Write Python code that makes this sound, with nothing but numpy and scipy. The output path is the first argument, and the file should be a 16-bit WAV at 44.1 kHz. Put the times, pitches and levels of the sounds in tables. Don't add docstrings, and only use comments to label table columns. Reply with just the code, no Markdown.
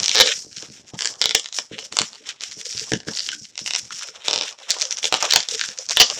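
import sys
import numpy as np
from scipy import signal
from scipy.fft import rfft, irfft
from scipy.io import wavfile
from scipy.ndimage import uniform_filter1d

SR = 44100
rng = np.random.default_rng(int(sys.argv[2]) if len(sys.argv) > 2 else 0)


def digitize_waveform(pressure):
    field = np.atleast_2d(pressure).T
    bounded = np.clip(field, -1, 1)
    quanta = np.round(bounded * 32767).astype(np.int16)
    wavfile.write(sys.argv[1], SR, quanta)


def invert_db(level):
    return 10 ** (np.asarray(level, dtype=float) / 20)


N = 272957
LENGTH = 2048
SNAP_LENGTH = 768
LEAD_S = 0.003

# (frequency [Hz], decay time t60 [s], level [dB])
ROOM_DECAY = [(250, 0.12, -9), (1520, 0.18, -16.5), (4500, 0.11, -13), (10100, 0.49, -38.5)]
# (frequency [Hz], level [dB])
SKIN_COLOUR = [(88, -48), (150, -42.5), (514, -25), (805, -17.5), (1360, -10), (1690, -8), (3160, -4),
               (3840, -1.5), (5680, 2), (7320, -2.5), (10200, -24), (14800, -61.5), (16000, -78)]
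# (start [s], end [s], fine hiss [dB], skin crackle [dB])
FINGER_STROKES = [(0, 0.154, -33, -38.5), (0.127, 0.32, -28.5, -28.5), (0.329, 0.406, -31, -46),
                  (.45, 0.552, -45, -59), (0.568, 0.64, -36.5, -42.5), (0.66, 0.792, -45.5, -53),
                  (.87, 0.975, -51, -54.5), (0.99, 1.113, -36, -46.5), (1.192, 1.46, -42, -61),
                  (1.558, 1.605, -32, -42), (1.724, 1.75, -46.5, -41.5), (1.791, 1.847, -38, -45.5),
                  (1.928, 2.09, -39.5, -43.5), (2.09, 2.2, -46.5, -47.5), (2.268, 2.289, -38, -33),
                  (2.426, 2.479, -35.5, -38), (2.517, 2.633, -41.5, -47.5), (2.66, 2.816, -34, -41.5),
                  (2.84, 2.96, -39, -45), (3.082, 3.339, -35, -42), (3.36, 3.447, -41, -54),
                  (3.599, 3.633, -36.5, -43), (3.658, 3.825, -36.5, -47), (3.812, 3.914, -43.5, -49.5),
                  (3.926, 4.082, -36.5, -42), (4.117, 4.218, -48, -46.5), (4.253, 4.499, -37.5, -38),
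                  (4.587, 4.685, -50, -47), (4.694, 4.985, -37, -38), (5.035, 5.06, -29, -36),
                  (5.129, 5.174, -31.5, -34), (5.232, 5.427, -33, -30.5), (5.492, 5.715, -35.5, -40.5),
                  (5.781, 5.839, -38, -45.5), (5.905, 6.19, -32.5, -36)]
# (time [s], squeeze on the hollow body [dB], shuffle of the palms [dB])
HAND_SHIFTS = [(0.0, -41, -46), (0.14, -57, -59), (0.4, -61.5, -58.5), (0.9, -55.5, -59.5),
               (1.17, -41.5, -62), (1.55, -59, -67.5), (2.12, -61.5, -61.5), (2.3, -60.5, -66.5),
               (2.96, -59.5, -59), (3.15, -57, -58), (3.5, -69, -62), (3.9, -57.5, -59.5), (4.77, -49, -79),
               (5.07, -55.5, -59), (5.27, -45, -72), (5.55, -57.5, -58), (5.81, -51.5, -66),
               (6.19, -55.5, -55.5)]
# (time [s], peak [dB], pitch [Hz])
BUBBLE_BUMPS = [(0.378, -44, 250), (0.448, -41, 312), (0.468, -36, 328), (0.521, -49, 129),
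                (0.576, -38, 210), (0.63, -34, 342), (0.688, -39.5, 236), (0.703, -36.5, 250),
                (0.94, -26.5, 203), (1.599, -57, 283), (1.716, -27.5, 310), (1.734, -32, 267),
                (2.01, -23.5, 250), (2.573, -39, 223), (2.756, -35.5, 130), (2.821, -39, 170),
                (2.921, -16.5, 278), (2.937, -13, 236), (3.072, -30, 300), (3.085, -20.5, 260),
                (4.284, -37, 240), (4.312, -38, 420), (4.333, -34, 450), (4.36, -30, 400),
                (4.378, -36, 450), (4.41, -41, 380), (5.226, -29.5, 452), (5.126, -25.5, 330),
                (5.143, -32.5, 330), (3.419, -40, 173), (3.617, -35.5, 230), (3.836, -43.5, 156),
                (4.091, -41.5, 440), (5.371, -29.5, 285), (5.687, -38.5, 263), (6.004, -48, 215),
                (6.018, -29, 310)]
# (start [s], length [s], level [dB], first pitch [Hz], last pitch [Hz])
BUBBLE_GROANS = [(.2, 0.11, -27.5, 516.3, 521), (1.584, 0.034, -46.5, 270, 270),
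                 (1.752, .11, -47, 454, 602), (2.08, 0.059, -56, 128, 280), (2.169, 0.067, -53, 425, 490),
                 (2.189, 0.065, -55, 278, 280), (2.263, 0.046, -53, 398, 400),
                 (2.418, 0.048, -54, 352, 724), (2.56, 0.072, -52.5, 436, 449),
                 (2.646, 0.034, -40, 497, 460), (2.707, 0.049, -51, 402, 415),
                 (2.807, 0.021, -45.5, 474, 450), (3.2, 0.029, -50, 590, 440),
                 (3.316, 0.013, -34, 1540, 1500), (3.324, 0.015, -34.5, 1520, 1500),
                 (4.436, 0.024, -44, 423, 420), (4.519, 0.011, -37, 1200, 1200),
                 (0.92, 0.036, -48, 810, 800), (4.684, 0.028, -41, 595, 700), (1.18, 0.083, -52, 453, 443),
                 (3.331, 0.07, -49.5, 300, 290), (3.409, 0.025, -51, 266, 180),
                 (4.087, 0.031, -47, 485, 460), (4.253, 0.02, -57, 620, 607),
                 (4.58, 0.064, -48.5, 573, 570), (4.827, 0.054, -38, 614, 513),
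                 (5.52, 0.039, -37.5, 470, 439), (5.68, 0.042, -43.5, 517, 487),
                 (5.785, 0.019, -38, 537, 560), (6.095, 0.019, -33, 500, 490)]
# (from [s], ring [Hz], ring over its neighbours [dB],
# air drum [Hz], drum against the snap [dB])
SKIN_PATCHES = [(0, 2780, -19, 543, -37), (0.14, 3915, 10, 515, -24.5), (0.51, 1610, 9, 450, -41),
                (1.204, 3830, 6, 500, -31), (1.44, 6480, -5, 730, -34), (1.923, 4680, 4, 1170, -17.5),
                (2.237, 3160, -9, 427, -42), (2.918, 1626, 16.5, 432, -20), (3.125, 4590, 15.5, 470, -49),
                (3.284, 1530, 4, 446, -65), (3.522, 2870, 3, 716, -33.5), (3.904, 1356, 25.5, 1100, -19.5),
                (4.24, 3830, -0.5, 546, -22.5), (4.55, 5250, 9, 610, -19), (4.702, 2280, -16, 1220, -50),
                (4.784, 3780, -16, 650, -38), (4.878, 5900, 22.5, 1060, -43), (5.028, 3580, 6, 534, -26.5),
                (5.111, 2760, 4, 786, -13), (5.303, 4050, 12, 840, -46), (5.426, 4480, -15, 496, -32.5),
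                (5.592, 1550, 17.5, 1160, -45), (5.785, 6380, 16, 580, -43), (5.969, 3450, 11.5, 642, -33),
                (1.34, 5230, -1.5, 510, -27.5), (5.201, 3410, 4, 800, -18), (5.332, 4460, 6, 800, -25.5),
                (1.58, 3590, -8, 680, -22.5), (1.7, 2950, 15, 800, -20.5), (3.07, 1600, 28.5, 420, -16),
                (0.9, 3510, 1, 420, -35.5), (2.64, 2400, 0.5, 480, -49), (5.99, 4990, 3, 700, -27)]
# (time [s], peak [dB])
RUBBER_SLIPS = [(0.0084, -17), (0.0327, -0.5), (0.0424, -2.0), (0.05, -13), (0.06, 0.5), (0.0816, 2),
                (0.0943, 2), (0.1151, -2.0), (0.1506, -0.5), (0.1563, 4), (0.1618, -5), (0.1658, 1),
                (0.1728, 1.5), (0.1773, -3), (0.1822, 1.5), (0.186, -3), (0.1905, 4), (0.202, -18),
                (0.209, 11), (0.2128, -2.5), (0.2189, 2), (0.2609, -1), (0.274, 2.5), (0.309, -16),
                (0.455, -40), (0.4777, -43), (0.5133, -31), (0.5179, -32), (0.5217, -31), (0.5254, -34),
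                (0.5291, -21), (0.5533, -34), (0.5646, -21), (0.569, -18.5), (0.5836, -15.5),
                (0.6195, -30), (0.6248, -15.5), (0.672, -37), (0.6855, -29), (0.7003, -27), (0.8469, -40),
                (0.9379, -30.5), (0.9435, -24), (0.9543, -32.5), (0.9645, -40), (0.9728, -35),
                (0.9904, -9.5), (1.008, -5), (1.0216, -4.0), (1.0296, -15), (1.0475, -7), (1.0567, 0.5),
                (1.0738, -3), (1.126, -30), (1.1298, -28), (1.14, -25.5),
                (1.156, -23), (1.1944, -29), (1.2064, -25), (1.2155, 3), (1.2213, 0.5), (1.2258, -5),
                (1.2413, -1.5), (1.2575, 7), (1.2934, -2), (1.3095, -2.5), (1.316, -12), (1.3372, -23),
                (1.348, 1), (1.3509, -3), (1.3574, -7), (1.397, -9.5), (1.433, -22), (1.4448, -14.5),
                (1.459, -12), (1.4746, -24), (1.4875, -19), (1.527, -11.5), (1.5443, -15), (1.5874, -2.5),
                (1.67, -42), (1.6736, -43), (1.6973, -49), (1.7305, -27), (1.7831, -16), (1.7892, -10.5),
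                (1.7962, -22), (1.8102, -27), (1.8276, -21.5), (1.9254, -12.5), (1.9694, 0), (1.9885, 2.5),
                (1.997, -7), (2.0084, -14), (2.0171, -1.0), (2.0967, -32), (2.1313, -20.5), (2.1414, -27.0),
                (2.1497, -24), (2.1568, -24), (2.2396, -31.0), (2.2714, -19), (2.2907, -8.5),
                (2.3085, -19.5), (2.3635, -38.0), (2.3865, -45), (2.3997, -33), (2.4088, -13),
                (2.4203, -19), (2.4369, -9), (2.5136, -19), (2.521, -16.5),
                (2.5286, -20.5), (2.5934, -38), (2.5984, -41), (2.6098, -30), (2.6529, -21),
                   (2.656, -23.0), (2.6673, -19.0), (2.6693, -26), (2.6996, -26), (2.719, -18.0),
                   (2.7279, -16), (2.7723, -12), (2.7784, -9.5), (2.7961, -9.5), (2.8217, -19),
                   (2.8417, -29), (2.844, -31), (2.8636, -38), (2.8681, -28.5), (2.8819, -31),
                   (2.9196, -5.5), (2.936, -4.5), (2.9542, -19), (2.9729, -25), (3.0032, -19), (3.033, -27),
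                   (3.05, -30), (3.0738, -25.5), (3.0853, -13), (3.1358, -13.5), (3.152, -12),
                   (3.1727, -7.0), (3.1878, -10), (3.194, -4.5), (3.205, -6.5), (3.2336, -15), (3.245, -20),
                   (3.265, -11), (3.2901, -7.0), (3.3184, -15.5), (3.3315, -19), (3.4459, -25),
                   (3.4533, -20.5), (3.5246, -38), (3.5374, -38), (3.556, -21), (3.5783, -10), (3.5916, -8),
                   (3.6139, -26), (3.6624, -10), (3.6768, -9), (3.693, -20), (3.708, -4), (3.7363, -3.5),
                   (3.747, -8), (3.7509, -3),
                (3.7615, -3), (3.9069, -20), (3.9108, -30), (3.925, -23.5), (4.012, -19.5), (4.0237, -17),
                 (4.0873, -18), (4.1494, -28), (4.157, -26), (4.165, -29.5), (4.242, -30), (4.2487, -19),
                 (4.2582, -24), (4.2664, -26), (4.2828, 3), (4.3014, -11.0), (4.311, -2), (4.3313, 0.5),
                 (4.3377, -2), (4.3428, -8), (4.3602, -0.5), (4.378, -3.5), (4.3877, -7), (4.3957, -15),
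                 (4.4112, -5), (4.4213, -9.5), (4.4251, -12.5), (4.4338, -12), (4.4374, -13), (4.4442, -17),
                 (4.4637, -19), (4.4907, -17.5), (4.5273, -21), (4.5881, -22), (4.601, -27), (4.6229, -25),
                 (4.6925, -23.5), (4.7056, 6.5), (4.71, 1.5), (4.7175, -2.5), (4.7703, -22), (4.787, -13),
                 (4.7912, -19.0), (4.7995, -13), (4.8128, -3.5), (4.819, 2.5), (4.825, -1), (4.8402, -13),
                 (4.8535, -5.5), (4.8811, -23), (4.9095, -4.5), (4.9256, -5), (4.9447, -22), (4.971, -10.0),
                 (4.987, -9), (5.03, -9),
                (5.0433, 1), (5.0547, 0.5), (5.1132, -28), (5.1259, 2), (5.134, -9.5), (5.1418, 1.5),
                 (5.1495, -5.5), (5.1586, -15), (5.173, -14.5), (5.1851, -18), (5.19, -23), (5.2055, -15),
                 (5.2142, -13.0), (5.2265, 2), (5.2298, -2.5), (5.254, -4), (5.3002, -14.0), (5.3066, -4),
                 (5.3101, 2.5), (5.3237, 4), (5.3369, 7), (5.3603, 7), (5.4044, -4.5), (5.429, -10),
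                 (5.4342, -13.0), (5.4877, -3), (5.512, -11), (5.5261, -20), (5.5378, -11), (5.5418, -9),
                 (5.548, -8), (5.5949, -6), (5.6127, -0.5), (5.6387, -10), (5.656, -24), (5.67, -23),
                 (5.6887, -11.5), (5.7174, -17.5), (5.7339, -23), (5.7767, -17), (5.7878, -7.5),
                 (5.791, -18.0), (5.8015, -23), (5.831, -34), (5.8651, -19), (5.8894, -8), (5.896, -4),
                 (5.9089, -2.5), (5.9305, -12.0), (5.965, -7), (5.972, 2.5), (6.0017, -14), (6.008, 1),
                 (6.1009, -1.5), (6.109, -11), (6.1874, -15.0)]
# (time [s], peak [dB])
EXTRA_SLIPS = [(.001, -3), (0.2013, 12), (0.2035, 2), (.2092, 9.5), (0.2132, 8.5), (0.2176, 4),
               (1.351, 10.5), (5.3611, 10.5), (5.9719, 9), (6.0, 8.5), (6.0026, 12.5), (6.007, 13.5),
               (6.012, 6), (6.016, 18), (6.0202, 7.5)]
GATE_EDGES = [0, 300, 650, 1300, 2700, 4900, 7600, 22050]
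GATE_THRESHOLDS = [-3, 3, 7.5, 3.5, -2, -4.5, 0.5]


def band(x, lo_hz, hi_hz, order=2):
    return signal.sosfilt(signal.butter(order, [lo_hz, hi_hz], "bandpass", fs=SR, output="sos"), x)


def colour(x, points):
    hz, db = np.transpose(points)
    grid = np.arange(LENGTH // 2 + 1) * SR / LENGTH
    log_gain = np.interp(np.log(grid + 1), np.log(hz), db) * np.log(10) / 20
    cepstrum = irfft(log_gain)
    cepstrum[1:LENGTH // 2] *= 2
    cepstrum[LENGTH // 2 + 1:] = 0
    response = irfft(np.exp(rfft(cepstrum)))
    return signal.fftconvolve(np.atleast_2d(x), response[None], axes=1)[:, :np.shape(x)[-1]]


def rings(hz, t60, lag=0., size=LENGTH):
    t = np.clip(np.arange(size) / SR - np.asarray(lag)[..., None], 0, None)
    decay = np.exp(-np.log(1000) * t / np.asarray(t60)[..., None])
    return np.sin(2 * np.pi * np.asarray(hz)[..., None] * t) * decay


def peak_one(x):
    return x / np.abs(x).max(axis=-1, keepdims=True)


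def place(times, shapes, lead=0.):
    early = int(lead * SR)
    out = np.zeros(N + LENGTH + early)
    starts = np.round(np.clip(times * SR, 0, N - 1)).astype(int)
    np.add.at(out, starts[:, None] + np.arange(LENGTH), shapes)
    return out[early:N + early]


def curves(table):
    s, *columns = np.transpose(table)
    return [np.interp(np.arange(N) / SR, s, column) for column in columns]


def walk(rate):
    hold = int(SR / rate)
    steps = np.repeat(rng.standard_normal(N // hold + 1), hold)
    return uniform_filter1d(steps, hold // 2)[:N]


def grains(rate, spread_db, smooth):
    sizes = invert_db(spread_db * np.minimum(rng.exponential(size=N), 5))
    clicks = (rng.random(N) < rate / SR) * rng.standard_normal(N) * sizes
    return clicks + smooth * rng.standard_normal(N)


def floor_hiss():
    return band(rng.standard_normal(N), 40, 7000, order=4) * invert_db(-66)


def room(x):
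    hz, t60, db = np.transpose(ROOM_DECAY)
    t = np.arange(SR // 2) / SR
    tail = 0
    for low_hz in 60 * 2 ** np.arange(8):
        middle = np.log(low_hz * np.sqrt(2))
        level_db = np.interp(middle, np.log(hz), db)
        fade = invert_db(level_db - 60 * t / np.interp(middle, np.log(hz), t60))
        tail = tail + fade * band(rng.standard_normal(len(t)), low_hz, 2 * low_hz)
    tail = tail * np.clip((t - 0.002) / 0.0015, 0, 1) / 8
    return x + signal.fftconvolve(x, tail)[:N]


def strokes():
    rise_db_s, sag_db_s, fall_db_s, rest_db = 705, 10, 242, -62.5
    start, end, *levels = np.transpose(FINGER_STROKES)[..., None]
    t = np.arange(0, N, 64) / SR
    rise = rise_db_s * np.minimum(t - start, 0)
    sag = sag_db_s * (t - (start + end) / 2)
    fall = fall_db_s * np.maximum(t - end, 0)
    shape_db = rise - sag - fall
    loudest = [np.maximum((db + shape_db).max(axis=0), rest_db) for db in levels]
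    return [np.interp(np.arange(N) / SR, t, db) for db in loudest]


def rubbing():
    hiss_db, skin_db = strokes()
    body_db, rumble_db = curves(HAND_SHIFTS)
    grip_db = 3.13 * walk(45)
    fine = colour(grains(820, 0.22, 0.1), SKIN_COLOUR)[0]
    knocks = grains(900, 2.2, 0.12)
    shuffle = grains(270, 0.45, 0.061)
    body_db = body_db + 0.67 * (skin_db - skin_db.mean())
    parts = [
        (band(fine, 4350, 17000, order=8), hiss_db + grip_db),
        (band(rng.standard_normal(N), 5110, 5970, order=6), hiss_db - 3.5),
        (band(rng.standard_normal(N), 9500, 15000, order=6), hiss_db + grip_db - 29),
        (band(fine, 1320, 3730, order=4), skin_db + 1.1 * grip_db + 2.0 * walk(30)),
        (band(knocks, 440, 1370, order=3), body_db + 5.8 * walk(30)),
        (band(shuffle, 77, 480), rumble_db + 4.5 * walk(23)),
    ]
    return sum(part / part.std() * invert_db(db) for part, db in parts)


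def bumps():
    s, db, hz = np.transpose(BUBBLE_BUMPS)
    cycles = 6.9
    low = rings(0.87 * hz, 1.08 * cycles / hz, 0.0018)
    high = rings(1.277 * hz, 0.43 * cycles / hz)
    thud = peak_one(band(low + 1.32 * high, 102, 1030))
    return place(s - 0.82 / hz, invert_db(db - 1.5)[:, None] * thud)


def groans():
    edge_s, wobble_depth, throb_db = 0.011, 0.081, 6
    t = np.arange(8192) / SR
    wobble, throb = walk(110), invert_db(throb_db * walk(140))
    out = np.zeros(N + len(t))
    for start, length, db, first_hz, last_hz in BUBBLE_GROANS:
        at = int(start * SR) + np.arange(len(t))
        now = np.minimum(at, N - 1)
        glide_hz = first_hz + (last_hz - first_hz) * np.minimum(t / length, 1)
        hz = glide_hz * (1 + wobble_depth * wobble[now])
        shape = np.clip(np.minimum(t, length - t) / edge_s + 0.5, 0, 1)
        shape = shape * np.minimum(t / 0.00071, 1)
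        hum = np.sin(2 * np.pi * np.cumsum(hz) / SR)
        out[at] += invert_db(db - 3.5) * shape * throb[now] * hum
    return out[:N]


def skin_snaps(patch, ring_hz, ring_db):
    centre_hz, spread_octaves = 5100, 0.97
    count = len(patch)
    shared = rng.standard_normal((len(SKIN_PATCHES), 3, 23))[patch]
    own = rng.standard_normal((count, 2, 23))
    detune = np.exp(0.038 * shared[:, 0, :1] + 0.047 * shared[:, 0, 1:])
    hz = np.column_stack([ring_hz, np.geomspace(1400, 13000, num=22) * detune])
    mode_db = np.maximum(-4 * (np.log2(hz / centre_hz) / spread_octaves) ** 2, -14)
    mode_db = mode_db + np.column_stack([ring_db, 2.5 * shared[:, 1, 1:]]) + 2.5 * own[:, 0]
    cycles = np.append(17, np.full(22, 14))
    lag = np.abs(1.664 + 0.5436 * shared[:, 2] + 0.073 * own[:, 1]) / hz
    modes = rings(hz, cycles / hz, LEAD_S + lag, size=SNAP_LENGTH)
    wave = peak_one((modes * invert_db(mode_db)[..., None]).sum(axis=1))
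    t = np.arange(SNAP_LENGTH) / SR - LEAD_S
    creep = invert_db(-16) * np.exp(-np.abs(t) / 0.0006) * (t < 0)
    creep = creep * rng.standard_normal((count, SNAP_LENGTH))
    snap = np.pad(wave + band(creep, 1300, 9000), ((0, 0), (0, LENGTH - SNAP_LENGTH)))
    return peak_one(colour(snap, SKIN_COLOUR))


def air_drum(hz):
    drum = rings(hz, 6.15 / hz, LEAD_S) + 0.51 * rings(1.58 * hz, 7 / hz, LEAD_S)
    return peak_one(band(drum, 400, 6500))


def slips():
    s, db = np.transpose(RUBBER_SLIPS + EXTRA_SLIPS)
    patches = np.array(sorted(SKIN_PATCHES))
    patch = np.searchsorted(patches[1:, 0], s)
    ring_hz, ring_db, drum_hz, drum_db = patches[patch, 1:].T
    snap = skin_snaps(patch, ring_hz, ring_db)
    drum = invert_db(drum_db + 4.0)[:, None] * air_drum(drum_hz)
    crest_s = np.abs(snap).argmax(axis=1) / SR - LEAD_S
    return place(s - crest_s, invert_db(db - 1.5)[:, None] * (snap + drum), LEAD_S)


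def scene():
    return (room(slips() + bumps() + groans()) + rubbing() + floor_hiss())[None]


def suppress(x):
    depth_db, memory_s, block, hop = 3.5, 0.29, 1024, 512
    hz, _, frames = signal.stft(x, SR, nperseg=block, noverlap=block - hop)
    which = np.clip(np.searchsorted(GATE_EDGES, hz) - 1, 0, None)
    power = np.abs(frames) ** 2
    bands = range(len(GATE_EDGES) - 1)
    level_db = np.array([10 * np.log10(power[which == k].mean(axis=0) + 1e-14) for k in bands])
    keep = np.exp(-hop / SR / memory_s)
    first_db = level_db[:, :1]
    recent_db = signal.lfilter([1 - keep], [1, -keep], level_db - first_db, axis=1) + first_db
    shut = level_db - recent_db < np.array(GATE_THRESHOLDS)[:, None]
    gain = invert_db(-depth_db * shut)[which]
    return signal.istft(frames * gain, SR, nperseg=block, noverlap=block - hop)[1][:N]


def low_pass(x):
    return signal.sosfilt(signal.butter(12, 16340, fs=SR, output="sos"), x)


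def record(dry):
    clipped = np.clip(dry[0], -0.99, 0.99)
    finished = suppress(clipped)[None]
    return low_pass(finished)


dry = scene()
out = record(dry)
digitize_waveform(out)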